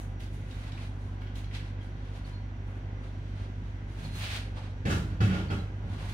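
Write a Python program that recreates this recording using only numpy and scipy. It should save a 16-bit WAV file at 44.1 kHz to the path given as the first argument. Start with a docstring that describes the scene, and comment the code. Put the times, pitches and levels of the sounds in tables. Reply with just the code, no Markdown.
"""A workshop: an engine-driven machine hums steadily beside a smaller motor, with a thin whine and a bird outside.
Someone moves about, cloth rustling and small parts ticking, then a metal box is banged down twice and settles.
Hums, whine and bird are sines; air, cloth, ticks and most of the box are shaped noise; the big panels are wavering
sines. Two microphone ports a hand apart hear it, with the tail of the hall on the ticks, bird and box."""
import sys
import numpy as np
from scipy import signal
from scipy.fft import rfft, irfft, next_fast_len
from scipy.io import wavfile
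from scipy.ndimage import uniform_filter1d

SR = 44100
rng = np.random.default_rng(int(sys.argv[2]) if len(sys.argv) > 2 else 0)


def waveform_to_disk(signal):
    """Save audio, clipped to [-1, 1], as 16-bit WAV at the path in sys.argv[1]."""
    frames = np.transpose(np.atleast_2d(signal))
    scaled = np.clip(frames, -1, 1) * 32767
    samples = np.round(scaled).astype(np.int16)
    wavfile.write(sys.argv[1], SR, samples)


N = 270523
T = np.arange(N) / SR  # s
SIZE = next_fast_len(N + SR)  # leaves room for a one-second tail
HZ = np.maximum(np.arange(SIZE // 2 + 1) * SR / SIZE, 1)


def undb(db):
    """Amplitude gain of a level in dB."""
    return 10 ** (np.asarray(db) / 20)


def level(x, db):
    """Scales a sound to an RMS level in dB."""
    return x * undb(db) / np.sqrt(np.mean(x ** 2))


def filt(x, response):
    """Applies a frequency response given on HZ."""
    return irfft(rfft(x, SIZE) * response, SIZE)[..., :N]


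def colour(points):
    """Gain on HZ through (f/Hz, level/dB) points, straight over log frequency."""
    hz, db = np.transpose(points)
    return undb(np.interp(np.log(HZ), np.log(hz), db))


def band(hz, width):
    """A causal resonance, gain 1 at the centre."""
    return 1 / (1 + 1j * (HZ / hz - hz / HZ) * hz / width)


def modes(table):
    """Resonances with alternating sign, width from the ring time."""
    total = 0
    for k, (hz, db, t60) in enumerate(table):
        width = np.log(1000) / np.pi / t60
        total = total + (-1) ** k * undb(db) * band(hz, width)
    return total


def diffuse(gain):
    """Coloured noise from all sides at two ports: alike in the bass, unrelated once a wave fits between them."""
    ports_m, sound_m_per_s = 0.16, 343
    re, im = rng.standard_normal((2, 2, len(HZ)))
    alike = np.sinc(2 * HZ * ports_m / sound_m_per_s)
    mid, side = (re + 1j * im) * np.sqrt([1 + alike, 1 - alike]) * gain
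    return irfft([mid + side, mid - side], SIZE)[:, :N]


def walk(rate):
    """Random levels held 1 / rate s and slewed twice; spread near 1."""
    k = int(SR / rate)
    steps = np.repeat(rng.standard_normal(N // k + 1), k)
    return 1.98 * uniform_filter1d(uniform_filter1d(steps, k), k)[:N]


def engine():
    """Firing pulses dip the pressure, so all multiples start in step; each wavers a little in the hall."""
    # engine cycle: (t/s, cycle rate f/Hz)
    cycle_rate = [(0, 12.29), (1.6, 12.277), (3.6, 12.277), (4.2, 12.258)]
    # engine hum: {multiple of the cycle rate: peak level/dB}
    harmonics = {4: -37.5, 7: -54, 8: -36.5, 9: -58, 11: -66.5, 12: -50.5, 13: -61, 15: -67, 16: -78, 17:
                 -60, 19: -56, 20: -68, 21: -53.5, 23: -73.5, 25: -61.5, 26: -67.5}
    cycle = 2 * np.pi * np.cumsum(np.interp(T, *np.transpose(cycle_rate))) / SR
    hum = np.zeros(N)
    for k, db in harmonics.items():
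        hum -= undb(db + 0.5 * walk(5.02)) * np.cos(k * cycle)
    return hum


def motor():
    """A smaller motor turns at a fixed rate: steady sines at multiples of its shaft rate."""
    shaft_hz = 40.03
    # motor hum: {multiple of the shaft rate: peak level/dB}
    harmonics = {1: -55.5, 2: -57.5, 3: -67.5, 6: -70}
    return sum(undb(db) * np.sin(2 * np.pi * k * shaft_hz * T) for k, db in harmonics.items())


def whine():
    """A thin electric tone, nearly steady in level and phase."""
    whine_hz, whine_db = 5785, -79.5
    phase_drift = 0.4 * walk(25)  # rad
    return undb(whine_db + 1.5 * walk(20)) * np.sin(2 * np.pi * whine_hz * T + phase_drift)


def hall():
    """Air and far machinery in octave bands that swell together and flicker alone."""
    hall_db = -44
    # spectrum of the hall noise, before it is set to hall_db: (f/Hz, level per Hz/dB)
    spectrum = [(15, -32), (25, -5), (107, -4.5), (148, -11.5), (246, -15), (495, -24), (782, -24.5),
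                (1240, -30), (1570, -28), (1750, -30.5), (3260, -36), (5280, -47.5), (5880, -45),
                (7500, -56.5), (15500, -74)]
    # resonances of machine housings in the hall noise: (f/Hz, width/Hz, lift/dB)
    housings = [(342, 5.7, 4.5), (379.6, 11, 4.5), (422, 6.5, 3), (515, 7.1, 8.5), (780, 7.4, 4),
                (978, 5.7, 11), (1452, 25, 7.5), (1610, 55, 5), (2010, 140, 4.5)]
    lift_db = sum(db * np.abs(band(hz, width)) ** 2 for hz, width, db in housings)
    shape = colour(spectrum) * undb(lift_db)
    swell, noise = walk(0.23), 0
    for hz in 32 * 2. ** np.arange(9.):
        share = np.maximum(1 - np.abs(np.log2(HZ / hz)), 0)
        if hz > 8000:  # the top band keeps everything above it
            share = np.where(HZ > hz, 1, share)
        flicker = 0.75 * walk(6.5)
        noise = noise + undb(0.5 * swell + flicker) * diffuse(np.sqrt(share) * shape)
    return level(noise, hall_db)


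def rubs():
    """Gains of the three colours: each rub climbs, holds and dies away; overlapping rubs add as powers."""
    rise_db, fall_db_per_s = 30.5, 152  # climb during the rise; fall afterwards
    # cloth and hands, one row per rub:
    # (full at t/s, rise/s, hold/s, scuff level/dB, dull drag level/dB, fine hiss level/dB)
    strokes = [(0.0, .01, .02, -61, -60, -61.5), (0.2, 0.017, 0.027, -56.5, -63, -64),
               (0.34, 0.092, 0.022, -58, -66, -62), (0.514, 0.18, 0.066, -58.5, -57, -65.5),
               (0.622, .08, .06, -55, -55.5, -67.5), (0.79, 0.16, 0.064, -53.5, -54.5, -66.5),
               (1.03, 0.27, 0.056, -65.5, -66, -71), (1.213, 0.013, .01, -63, -58, -75),
               (1.356, 0.017, 0.037, -55, -60, -62), (1.555, 0.054, 0.015, -46, -53.5, -62.5),
               (1.833, .08, 0.043, -62, -68, -70.5), (2.16, 0.31, .015, -56.5, -56.5, -67.5),
               (2.26, .06, .03, -59, -60.5, -70), (2.677, 0.17, .1, -74, -59.5, -78),
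               (3.043, 0.11, 0.044, -59.5, -56.5, -73), (3.37, 0.45, .06, -57.5, -57, -73),
               (3.667, 0.11, 0.022, -64, -59, -85), (3.904, .06, .05, -60.5, -57, -69),
               (3.996, 0.17, .08, -53, -55, -63), (4.165, 0.099, 0.027, -52, -53.5, -54),
               (4.24, .18, 0.12, -38.5, -48, -54.5), (4.575, .06, 0.068, -54, -50.5, -71.5),
               (5.938, 0.17, 0.12, -54.5, -52.5, -66.5), (6.098, 0.073, .04, -49.5, -52, -59.5)]
    power = 0
    for s, rise, hold, *db in strokes:
        climb_db = rise_db * np.maximum(s - T, 0) / max(rise, 0.002)
        fall_db = fall_db_per_s * np.maximum(T - s - hold, 0)
        shape = undb(-2 * (climb_db + fall_db))  # doubled dB: a power
        power = power + undb(2 * np.array(db))[:, None] * shape
    return np.sqrt(power)


def rustle():
    """Fibres slip in grains too dense to count: a hiss with a slight grit, in three colours."""
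    # scuff spectrum, relative: (f/Hz, level per Hz/dB)
    scuff_colour = [(650, -43), (1100, -17.5), (1410, -4.5), (1820, -4.5), (2390, -3), (2720, -4),
                    (3970, -5), (7480, -23), (9000, -20), (11700, -58.5), (19800, -120)]
    # fine fibre hiss spectrum, relative: (f/Hz, level per Hz/dB)
    fibre_colour = [(3820, -26), (6500, 3.5), (7360, -4.5), (9840, 0), (11500, -7.5), (15500, -10)]
    # the top of the hiss grows faster than the rest: stronger rubs are brighter
    airy_above_hz, airy_full_db, airy_power = 12200, -60.5, 1.5
    grit = undb(0.36 * walk(150) + 1.25 * walk(30))
    drag = level(grit * diffuse(band(744, 1810) ** 4), 0)
    scuff = level(grit * diffuse(colour(scuff_colour)), 0)
    hiss = level(grit * diffuse(colour(fibre_colour)), 0)
    hiss = hiss * undb([[-1.3], [1.3]])  # the finest hiss is shaded from the left port
    airy = filt(hiss, 1 / (1 + (airy_above_hz / HZ) ** 12))
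    scuff_gain, drag_gain, hiss_gain = rubs()
    airy_gain = undb(airy_full_db) * (hiss_gain / undb(airy_full_db)) ** airy_power
    return scuff * scuff_gain + drag * drag_gain + (hiss - airy) * hiss_gain + airy * airy_gain


def ticks():
    """Each tick is a few milliseconds of noise that rings a small part, with a brighter click at the contact."""
    ring_s, click_s, click_above_hz = 0.0032, 0.0011, 5000
    # small parts, before the gains of direct sound and hall:
    # (t/s, ring peak level/dB, ring f/Hz, bright click against ring level/dB)
    contacts = [(0.2037, -48, 2480, -6), (0.235, -50, 3900, -12), (0.51, -44, 3280, -18),
                (0.57, -51, 2180, -20), (0.6375, -45.5, 1610, -20), (0.7195, -42, 2900, -20),
                (0.776, -41, 1900, -25), (1.219, -45, 1800, -15), (1.232, -57, 3000, -6),
                (1.27, -46, 2190, -27), (1.356, -46, 3380, -8), (1.3894, -55, 3450, -15),
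                (1.443, -45.5, 2800, -20), (1.512, -46, 2220, -20), (1.547, -39, 2780, -15),
                (1.5556, -45, 3230, -20), (1.5734, -53, 3270, -20), (1.5994, -48, 1800, -20)]
    out, after = np.zeros(N), np.arange(900) / SR
    above = signal.butter(2, click_above_hz, "highpass", fs=SR, output="sos")
    for s, db, hz, click_db in contacts:
        noise = rng.standard_normal(900)
        around = signal.butter(2, [hz / 1.7, hz * 1.4], "bandpass", fs=SR, output="sos")
        ring = signal.sosfilt(around, np.exp(-after / ring_s) * noise)
        click = signal.sosfilt(above, np.exp(-after / click_s) * noise)
        tick = ring / np.abs(ring).max() + undb(click_db) * click / np.abs(click).max()
        out[int(s * SR):][:900] += undb(db) * tick
    return out


def bird():
    """Whistles far off: a quick falling chirp, then a held note that swells and stops; the air makes them flutter."""
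    chirp_s, chirp_fall_hz_per_s = 0.0085, 13000  # half length; glide
    held_after_s, held_swell_s, held_end_s = 0.11, 0.03, 0.014
    # bird calls, before the gains of direct sound and hall:
    # (chirp t/s, chirp f/Hz, chirp level/dB, held f/Hz, held level/dB)
    calls = [(1.815, 3230, -65, 3100, -85), (2.253, 4380, -63, 4250, -62), (4.054, 4270, -50, 4090, -52),
             (4.19, 3650, -54, 3600, -85), (5.495, 4430, -60, 4010, -58)]
    out = np.zeros(N)
    for s, chirp_hz, chirp_db, held_hz, held_db in calls:
        t = np.clip(T - s, -0.1, 0.3)
        hz = np.maximum(chirp_hz - chirp_fall_hz_per_s * t, held_hz)
        late = t - held_after_s
        held = np.exp(np.where(late < 0, late / held_swell_s, -late / held_end_s)) * (t > 0)
        chirp = np.exp(-(t / chirp_s) ** 2)
        envelope = undb(chirp_db) * chirp + undb(held_db) * held
        out += envelope * np.sin(2 * np.pi * np.cumsum(hz) / SR)
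    return out * undb(1.5 * walk(70))


def box():
    """Each blow cracks, then chatters on: big panels boom while driven, the deepest longest; small modes knock and clang."""
    knock_top_hz, sizzle_above_hz, sizzle_below_hz, sizzle_rise_s = 925, 6200, 15000, 0.022
    crash_db = -7
    # box blows: (t/s, level/dB, rattle/s, boom tilt/dB per octave,
    # knock, clang and sizzle against the blow level/dB)
    blows = [(4.0, -42, 0.27, -6, -5, -40, -40), (4.852, -27.5, 0.18, -1, 5, 0.4, 8),
             (5.101, -37, 0.078, -6, -12, -11, -23), (5.204, -26.5, 0.11, -1., 2.5, -2, 4.5),
             (5.29, -31.5, 0.2, 0.8, 5, -1, -2), (5.499, -35.5, 0.09, 1.5, 6.5, -3.5, 3.5),
             (5.57, -43, .1, 7, 0, -15, -14), (5.828, -41, 0.24, -7.5, 1.5, -33, -31)]
    # big panels, relative: (f/Hz, level/dB)
    boom_modes = [(77, -9), (90, -7.5), (105, -2.5), (150, -5.5), (184, -4), (211, -7.5), (244, -21.5),
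                  (300, -17.5), (350, -19), (399, -19.5)]
    # thin walls, relative: (f/Hz, level/dB, ring/s)
    wall_modes = [(545, -28, 0.25), (816, -21, 0.37), (930, -23, 0.36), (1410, -14, 0.23), (1800, -26, .4),
                  (2150, -26, 0.28), (2620, -18, .3), (3030, -24, 0.12), (3165, -27, 0.26),
                  (3780, -27, 0.3)]
    # the many small modes between, before they are set to crash_db: (f/Hz, level per Hz/dB)
    crash_colour = [(130, -34), (220, -5.5), (258, -8.5), (403, -10), (441, -14.5), (482, -14),
                    (821, -15.5), (898, -20), (1430, -9.5), (2190, -16.5), (2910, -16.5), (15500, -46)]

    panels = []
    for hz, db in boom_modes:
        wobble = 0.62 * walk(14)  # rad
        panels.append((hz, undb(db + 2.06 * walk(25)) * np.sin(2 * np.pi * hz * T + wobble)))

    boom, knock, clang, sizzle = np.zeros((4, N))
    for s, db, rattle, tilt_db, knock_db, clang_db, sizzle_db in blows:
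        after = np.maximum(T - s, 0)
        for hz, panel in panels:
            lasts = rattle * (170 / hz) ** 0.34
            driven = (1 - np.exp(-after / 0.0024)) * np.exp(-(after / lasts) ** 3)
            boom += panel * undb(db + tilt_db * np.log2(hz / 150)) * driven
        crack = 0.9 * np.exp(-after / 0.017)
        chatter = (1 - np.exp(-after / 0.0011)) * (np.exp(-(after / rattle * 1.68) ** 2.76) + crack)
        knock += undb(db + knock_db) * chatter
        clang += undb(db + clang_db) * chatter
        # the sizzle starts weak and builds up
        sizzle += undb(db + sizzle_db) * chatter * (1 - 0.85 * np.exp(-after / sizzle_rise_s))

    rings = level(filt(rng.standard_normal(N), modes(wall_modes)), -17)
    crash = level(filt(rng.standard_normal(N), colour(crash_colour)), crash_db)
    dull = filt(rings + crash, 1 / (1 + (HZ / knock_top_hz) ** 6))
    bright = filt(crash, 1 / (1 + (sizzle_above_hz / HZ) ** 4))
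    airless = filt(bright, 1 / (1 + (HZ / sizzle_below_hz) ** 6))
    middle = rings + crash - dull - bright
    roughness = undb(2.42 * walk(90))
    return boom, roughness * (knock * dull + clang * middle + sizzle * airless)


def hall_tail():
    """Response of the hall: diffuse noise, energy 1 at each port, that dies slowest in the bass."""
    # reverberation time: (f/Hz, T60/s)
    decay = [(100, 0.7), (1000, 0.43), (12000, 0.46)]
    hz, t60 = np.transpose(decay)
    tail = 0
    for k in range(len(hz)):
        share = np.interp(np.log(HZ), np.log(hz), np.arange(len(hz)) == k)
        fade = np.exp(-np.log(1000) * T[:SR] / t60[k])
        tail = tail + diffuse(np.sqrt(share / t60[k]))[:, :SR] * fade
    return rfft(tail / np.sqrt(np.sum(tail ** 2, axis=1, keepdims=True)), SIZE)


def left_late(s):
    """Response of both ports to a sound that reaches the left one s seconds later."""
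    return np.exp(-2j * np.pi * HZ * np.array([[s], [0]]))


def scene():
    """Hums, whine, air and cloth reach the ports without the tail; ticks, bird and box come directly and through it."""
    hum = left_late(0.00025)  # side of the machines
    work = left_late(0.0004)  # side of the handling
    tail = hall_tail()
    machines = filt(engine() + motor(), hum)
    steady = machines + whine() + hall()
    small = filt(ticks(), 1.37 * work + 2.24 * tail) + filt(bird(), 1.8 * work + tail)
    boom, clatter = box()
    struck = filt(boom, hum + 0.33 * tail) + filt(clatter, 0.35 * work + tail)
    return steady + rustle() + small + struck


def record(dry):
    """The left port is a little weaker, both hiss faintly; the deepest bass and the top are cut."""
    left_db, mic_hiss_db = -0.9, -86  # left against right; hiss before the cuts
    bass_cut_hz, top_hz = 40, 15740
    ports = dry * undb([[left_db / 2], [-left_db / 2]])
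    ports = ports + undb(mic_hiss_db) * rng.standard_normal(dry.shape)
    ports = filt(ports, 1 / np.sqrt(1 + (bass_cut_hz / HZ) ** 12))
    return signal.sosfilt(signal.ellip(12, 0.2, 80, top_hz, fs=SR, output="sos"), ports)


dry = scene()
out = record(dry)
waveform_to_disk(out)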